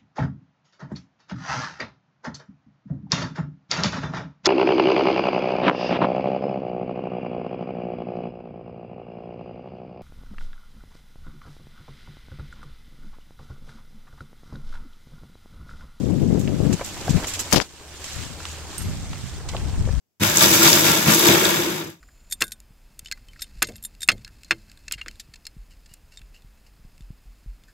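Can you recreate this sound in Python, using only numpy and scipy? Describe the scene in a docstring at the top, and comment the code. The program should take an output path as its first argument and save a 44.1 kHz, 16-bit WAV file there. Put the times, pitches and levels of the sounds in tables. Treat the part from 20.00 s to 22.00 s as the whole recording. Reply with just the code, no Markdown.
"""Small tiled kitchen, close microphones: an electric chopper on the counter is pressed once, grinds
hard dry spices and runs down. The motor hums as it starts; the unbalanced shaft whirrs. The load shakes
the housing, which drones at its low resonances, and jams knock it. The blade flings grit and coarse
pieces against the plastic bowl in surges; whole pieces clack on the wall, crunch and crack."""
import sys
import numpy as np
from scipy import signal
from scipy.fft import rfft, irfft
from scipy.io import wavfile
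from scipy.ndimage import uniform_filter1d, map_coordinates

SR = 44100
rng = np.random.default_rng(int(sys.argv[2]) if len(sys.argv) > 2 else 0)


def wrap_up_sound(samples):
    """Save the sound to the file named by the first command line argument, as 16-bit audio."""
    columns = np.atleast_2d(samples).T
    # keep every value between -1 and 1, then stretch to whole-number steps
    tamed = np.clip(columns, -1, 1)
    steps = np.round(tamed * 32767).astype(np.int16)
    wavfile.write(sys.argv[1], SR, steps)


N = 88200
T = np.arange(N) / SR

START_S, STOP_S = .198, 1.45
GRIT_PER_S, GRIT_SCATTER_DB = 4600, 4.5
COARSE_PER_S, COARSE_SCATTER_DB = 900, 4

# background noise (frequency [Hz], gain [dB])
FLOOR_EQ = [(30, -3), (100, -1), (400, -10), (1500, -23), (15000, -21)]
# echo off the tiles (frequency [Hz], gain [dB])
ROOM_EQ = [(80, -32), (180, 8), (350, 2.5), (700, 0), (4000, -0.5), (15000, -12.5)]
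# stereo width (frequency [Hz], side gain [dB])
SIDE_EQ = [(30, -10), (110, -16), (180, -10), (320, -2), (15000, 2)]
# microphone response (frequency [Hz], left [dB], right [dB])
MIC_EQ = [(30, -40.5, -32), (51.4, -19.5, -15.5), (91, -1, -1), (2620, 2, 2), (3790, -0.5, -2.5),
          (4290, -3, -1.5), (4680, 4, 1.5), (6300, -0.5, 3.5), (8010, 1, 0), (8930, -11.5, -12.5),
          (9800, -7.5, -9.5), (10710, 2.5, -14), (12500, 2.5, -3.5), (15500, 2, -4.5)]
# starting-current hum (frequency [Hz], level [dB])
HUM_PARTIALS = [(102, -22.5), (202, -38), (303, -39.5)]
# shaft tone (time [s], frequency [Hz])
SHAFT_PITCH = [(.2, 158.5), (.5, 161.5), (.65, 161.5), (0.869, 158.5), (1.1, 155), (1.222, 166),
               (1.323, 182), (1.44, 187), (1.559, 176.5), (1.679, 167), (2.0, 163)]
# shaft harmonics 1 and 2 (level re drone [dB])
WHIRR_HARMONICS_DB = [-11.5, -6.5]
# housing vibration (time [s], drone [dB], rumble [dB])
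SHAKE_LEVELS = [(.19, -55, -49), (.22, -29.5, -32.5), (.3, -35.5, -29), (.395, -33, -34),
                (.436, -23, -18.5), (.496, -27.5, -26.5), (.6, -25.5, -27.5), (.66, -21.5, -27),
                (.7, -24.5, -31), (.78, -26, -29), (.884, -23.5, -28), (1.06, -36.5, -30.5),
                (1.09, -30, -19), (1.15, -26.5, -33), (1.19, -27, -39), (1.294, -17, -27),
                (1.354, -22.5, -27.5), (1.41, -25.5, -51), (1.46, -26, -31.5), (1.6, -29, -33),
                (1.665, -28, -33), (1.76, -32.5, -34.5), (1.894, -40, -45.5), (2.0, -69, -67)]
# housing and counter resonances (frequency [Hz], t60 [s], left [dB], right [dB])
DRONE_MODES = [(313, 0.076, 2.5, -3), (351.7, 0.058, 2, -1.5), (395, 0.028, -6, -10.5)]
RUMBLE_MODES = [(112.4, 0.23, -11, -4.5), (164.4, 0.1, 9, -3), (187.5, 0.05, -19, 5.5)]
# jams knocking the housing (time [s], level [dB])
JAMS = [(0.2088, -12), (0.2192, -5.5), (0.65, -10), (1.069, -5), (1.082, -6.5), (1.0881, -7), (1.288, -4.5)]
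# plastic bowl resonances (frequency [Hz], t60 [s], left [dB], right [dB])
BOWL_MODES = [(586, 0.07, -11, -2.5), (672.6, 0.066, -6, -7.5), (951, 0.029, 5.5, -5),
              (1166, 0.027, 4.5, -13), (1405, 0.052, 3, -1), (1513, 0.045, -5, -0.5),
              (1680, 0.051, -3.5, 0), (1813, 0.052, -7.5, -6), (2285, 0.055, -18, -6.5),
              (3475, 0.016, 10, -5.5), (3740, 0.017, 9, 6), (4810, 0.018, -7, 1.5)]
# hard pieces hitting the bowl (time [s], clack [dB], crunch [dB])
WALL_STRIKES = [(.4086, -16, -14), (.4415, -16, -18), (0.6098, -22, -31), (0.654, -18, -19),
                (0.7723, -20, -23), (0.8303, -23, -26), (0.8655, -28, -12), (.882, -21, -13),
                (1.0806, -23.5, -10.5), (1.197, -19.5, -35), (1.2567, -18, -20), (1.286, -20.5, -7),
                (1.305, -22, -19), (1.3215, -20.5, -12), (1.356, -23, -16), (1.4525, -14.5, -26),
                (1.512, -27, -23), (1.811, -34.5, -36)]
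# whole pieces shattering (time [s], level [dB], centre [Hz])
PIECE_CRACKS = [(0.2342, -13, 2250), (0.297, -18, 7200), (0.371, -6, 6700), (0.383, -15, 6500),
                (0.426, -14, 4000), (0.4412, -13, 4500), (0.676, -8.5, 4500), (0.682, -19, 4570),
                (0.73, -11, 5240), (1.1362, -19, 4700), (1.146, -6.5, 8700), (1.194, -12, 11000),
                (1.2555, -14.5, 11100), (1.268, -14, 4400), (1.284, -16, 7000), (1.447, -17, 7800),
                (1.9, -44, 11100), (1.927, -48.5, 5060)]
# fine and coarse impact spectra (frequency [Hz], gain [dB])
GRIT_EQ = [(500, -4.5), (1500, -25), (2300, -8), (3600, 2.5), (4200, 1), (4900, -2), (5500, -0.5),
           (6500, 1), (8000, 0.5), (12000, -0.5), (15500, -4.5)]
COARSE_EQ = [(100, -16.5), (220, -1), (450, -0.5), (620, 0.5), (760, -1.5), (1000, -1), (1600, -5.5),
             (2200, -0.5), (4000, -8.5), (12000, -35)]
# grinding surges (time [s], grit [dB], coarse [dB])
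GRIND_LEVELS = [(.198, -45, -51), (.204, -38.5, -40.5), (.216, -29, -26.5), (.236, -21.5, -24.5),
                (.335, -26, -29), (.368, -19.5, -27), (.4, -19.5, -27), (.425, -13.5, -19.5),
                (.476, -18.5, -25), (.55, -16, -23.5), (.598, -20, -26.5), (.635, -14, -21),
                (.675, -15.5, -17.5), (.695, -16, -24), (.78, -18, -23.5), (.825, -21.5, -27.5),
                (.874, -18.5, -21.5), (1.05, -25.5, -30), (1.085, -21, -20.5), (1.135, -16, -23),
                (1.165, -20.5, -28.5), (1.248, -20, -24), (1.268, -16.5, -21), (1.3, -19.5, -21),
                (1.41, -23.5, -25), (1.51, -24, -25.5), (1.8, -37, -36.5), (1.908, -50, -49.5),
                (2.0, -70, -72)]


def undb(db):
    """Decibels to gain."""
    return 10 ** (np.asarray(db) / 20)


def unit(x):
    """Scale to rms 1."""
    return x / np.sqrt(np.mean(x ** 2))


def curve(table, column):
    """Gain over time from a dB column; zero before switch-on."""
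    rows = np.array(table)
    return undb(np.interp(T, rows[:, 0], rows[:, column])) * (T > START_S)


def fade(t, t60_s):
    """Exponential decay."""
    return np.exp(-np.log(1000) * t / t60_s)


def blow(at_s, rise_s, t60_s, hold_s=0):
    """Impact envelope: rise, hold, decay."""
    age_s = np.maximum(T - at_s, 0)
    return (1 - np.exp(-age_s / rise_s)) * fade(np.maximum(age_s - hold_s, 0), t60_s)


def ring(x, response):
    """Convolve with an impulse response."""
    return signal.fftconvolve(np.atleast_2d(x), np.atleast_2d(response), axes=1)[:, :N]


def bin_gains(eq, size):
    """Gain per FFT bin, interpolated over log frequency."""
    hz, db = np.array(eq, float).T
    bin_hz = np.arange(size // 2 + 1) * SR / size
    return undb(np.interp(np.log(bin_hz + 1), np.log(hz), db))


def colour(x, eq, size=4096):
    """Minimum-phase filter through (frequency [Hz], gain [dB]) points."""
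    cepstrum = irfft(np.log(bin_gains(eq, size)))
    cepstrum[1:size // 2] *= 2
    cepstrum[size // 2 + 1:] = 0
    return ring(x, irfft(np.exp(rfft(cepstrum))))


def walk(per_s):
    """Smooth random drift, rms 1."""
    span = int(SR / per_s)
    steps = np.repeat(rng.standard_normal(N // span + 1), span)
    return unit(uniform_filter1d(uniform_filter1d(steps, span), span)[:N])


def stereo_noise(size, shared=.13):
    """White noise, partly common to both sides."""
    noise = rng.standard_normal((3, size))
    return np.sqrt(shared) * noise[0] + np.sqrt(1 - shared) * noise[1:]


def steady(x, window_s):
    """Even out swells: divide by the running rms."""
    return x / np.sqrt(uniform_filter1d(np.mean(x ** 2, axis=0), int(window_s * SR)) + 1e-9)


def detune(x, share):
    """Shift pitch by a time-varying fraction."""
    position = np.arange(N) + np.cumsum(share)
    return np.array([map_coordinates(side, [position], mode="mirror") for side in x])


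def impacts(per_s, scatter_db):
    """Random taps of scattered strength."""
    strength = undb(scatter_db * np.clip(rng.standard_normal(N), -2, 2))
    return (rng.random(N) < per_s / SR) * strength * rng.choice([-1, 1], N)


def resonate(taps, modes, spread_rad):
    """Taps excite each mode by a random amount; the two sides ring out of phase."""
    t, out = T[:SR // 4], 0
    for k, (hz, t60_s, left_db, right_db) in enumerate(modes):
        phase = (-1) ** k * spread_rad * np.array([[.5], [-.5]])
        response = undb([[left_db], [right_db]]) * np.sin(2 * np.pi * hz * t + phase) * fade(t, t60_s)
        out = out + ring(taps * (1 + rng.standard_normal(N)), response)
    return unit(out)


def narrow(x):
    """Long waves reach both close-set microphones alike: near-mono bass."""
    side = irfft(rfft((x[0] - x[1]) / 2, 2 * N) * bin_gains(SIDE_EQ, 2 * N))[:N]
    return x.mean(axis=0) + np.array([side, -side])


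def noise_floor(level_db=-77):
    """Faint, steady kitchen background."""
    return undb(level_db) * unit(colour(stereo_noise(N), FLOOR_EQ))


def tile_echo(direct, level_db=-9, t60_s=.11, gap_s=.005):
    """Short diffuse reflection off the tiles."""
    t = T[:SR // 2]
    tail = rng.standard_normal((2, len(t))) * fade(t, t60_s) * (t > gap_s)
    tail /= np.sqrt(np.sum(tail ** 2) / 2)
    return undb(level_db) * ring(colour(direct, ROOM_EQ), tail)


def motor_hum(rise_s=.063, on_s=.093, release_s=.011):
    """Starting current hums until the motor is up to speed."""
    age_s = T - START_S
    envelope = np.clip(age_s / rise_s, 0, 1) * np.clip(1 - (age_s - on_s) / release_s, 0, 1)
    return envelope * sum(undb(db) * np.sin(2 * np.pi * hz * age_s) for hz, db in HUM_PARTIALS)


def shaft_hz():
    """Shaft tone frequency over time."""
    times_s, hz = np.array(SHAFT_PITCH).T
    return np.interp(T, times_s, hz)


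def shaft_whirr(wander=.02465, flutter_db=4):
    """The unbalanced shaft gives a wavering tone; uneven load makes it flutter."""
    turns = np.cumsum(shaft_hz() * (1 + wander * walk(per_s=30))) / SR
    flutter = unit(undb(flutter_db * walk(per_s=90)))
    tone = sum(undb(db) * np.sin(2 * np.pi * k * turns) for k, db in enumerate(WHIRR_HARMONICS_DB, 1))
    return curve(SHAKE_LEVELS, 1) * flutter * np.sqrt(2) * tone


def housing(sweep, pitch_follow=.45):
    """Blade load shakes the housing: a rumble, and a drone that lifts and sags with the shaft."""
    taps, hz = impacts(COARSE_PER_S * sweep, COARSE_SCATTER_DB), shaft_hz()
    drone = resonate(taps, DRONE_MODES, spread_rad=.81)
    drone = steady(detune(drone, pitch_follow * (hz / hz[0] - 1)), window_s=.048)
    rumble = steady(resonate(taps, RUMBLE_MODES, spread_rad=.075), window_s=.0334)
    return drone * curve(SHAKE_LEVELS, 1) + undb(.5) * rumble * curve(SHAKE_LEVELS, 2)


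def knocks(hz=176):
    """Jammed pieces knock the housing: one damped low tone each."""
    return sum(undb(db) * blow(at_s, rise_s=.00052, t60_s=.023) * np.sin(2 * np.pi * hz * (T - at_s))
               for at_s, db in JAMS)


def bowl_clack(tilt_db_per_octave=6.5, rise_s=.0008, body_s=.005):
    """Bowl response to a hard contact, which favours the high modes."""
    t, clack = T[:SR // 4], 0
    for hz, t60_s, left_db, right_db in BOWL_MODES:
        gain = undb([[left_db], [right_db]]) * undb(tilt_db_per_octave * np.log2(hz))
        clack = clack + gain * np.sin(2 * np.pi * hz * t) * fade(t, t60_s)
    clack *= 1 - np.exp(-t / rise_s)
    return clack / np.std(clack[:, t < body_s])


def strikes():
    """Hard pieces clack on the wall and crunch as the blade crushes them."""
    taps, crush = np.zeros(N), 0
    for at_s, clack_db, crunch_db in WALL_STRIKES:
        taps[int(at_s * SR)] = undb(clack_db)
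        crush = crush + undb(crunch_db) * blow(at_s, rise_s=.001, t60_s=.023)
    return ring(taps, bowl_clack()) + crush * unit(colour(stereo_noise(N), COARSE_EQ))


def cracks(peak_db=23.5):
    """Whole pieces shatter in short bursts, each peaking at a frequency set by its size."""
    out = 0
    for at_s, db, hz in PIECE_CRACKS:
        peak_eq = [(hz / 2, 0), (hz, peak_db), (hz * 2, 0)]
        burst = unit(colour(colour(stereo_noise(N), GRIT_EQ), peak_eq))
        out = out + undb(db) * blow(at_s, rise_s=.0004, t60_s=.007, hold_s=.0018) * burst
    return out


def blade_sweep(pass_hz=79.85, wander=.12, depth=.2, spin_up_tau_s=.035, coast_tau_s=.54):
    """Relative impact rate: hits bunch at each pass as the blade spins up, runs and coasts."""
    spin_up = 1 - np.exp(-np.maximum(T - START_S, 0) / spin_up_tau_s)
    coast = np.exp(-np.maximum(T - STOP_S, 0) / coast_tau_s)
    passes = np.cumsum(pass_hz * spin_up * coast * (1 + wander * walk(per_s=12))) / SR
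    return 1 + depth * np.cos(2 * np.pi * passes)


def clatter(per_s, scatter_db, eq, t60_s, spots=8, size=2048):
    """Fragments tap several spots on the wall, each with its own short, dense ring."""
    decay = fade(T[:size], t60_s)
    hits = sum(ring(impacts(per_s / spots, scatter_db), stereo_noise(size) * decay) for _ in range(spots))
    return unit(colour(hits, eq))


def spices(sweep, grit_db=2, bowl_drift=.022):
    """Fine grit hisses round the bowl; coarse pieces rattle and ring it."""
    grit = clatter(GRIT_PER_S * sweep, GRIT_SCATTER_DB, GRIT_EQ, t60_s=.017)
    coarse = clatter(COARSE_PER_S * sweep, COARSE_SCATTER_DB, COARSE_EQ, t60_s=.06)
    bowl = resonate(impacts(COARSE_PER_S * sweep, COARSE_SCATTER_DB), BOWL_MODES, spread_rad=1.68)
    bowl = detune(bowl, bowl_drift * walk(per_s=40))  # shifting load moves the ring
    hiss = undb(grit_db) * steady(grit, window_s=.166)
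    rattle = steady(coarse, window_s=.037) + steady(bowl, window_s=.073)
    return hiss * curve(GRIND_LEVELS, 1) + rattle * curve(GRIND_LEVELS, 2)


def scene():
    """Chopper, tile echo and kitchen background."""
    sweep = blade_sweep()
    direct = spices(sweep) + cracks() + strikes() + housing(sweep) + knocks()
    direct += motor_hum() + shaft_whirr()
    return narrow(direct + tile_echo(direct)) + noise_floor()


def record(dry, cutoff_hz=15750):
    """Each microphone notches the treble its own way; full-scale clip, then low-pass."""
    eq = np.array(MIC_EQ)
    heard = np.vstack([colour(dry[0], eq[:, [0, 1]]), colour(dry[1], eq[:, [0, 2]])])
    lowpass = signal.ellip(10, .2, 70, cutoff_hz, fs=SR, output="sos")
    return signal.sosfilt(lowpass, np.clip(heard, -1, 1))


dry = scene()
out = record(dry)
wrap_up_sound(out)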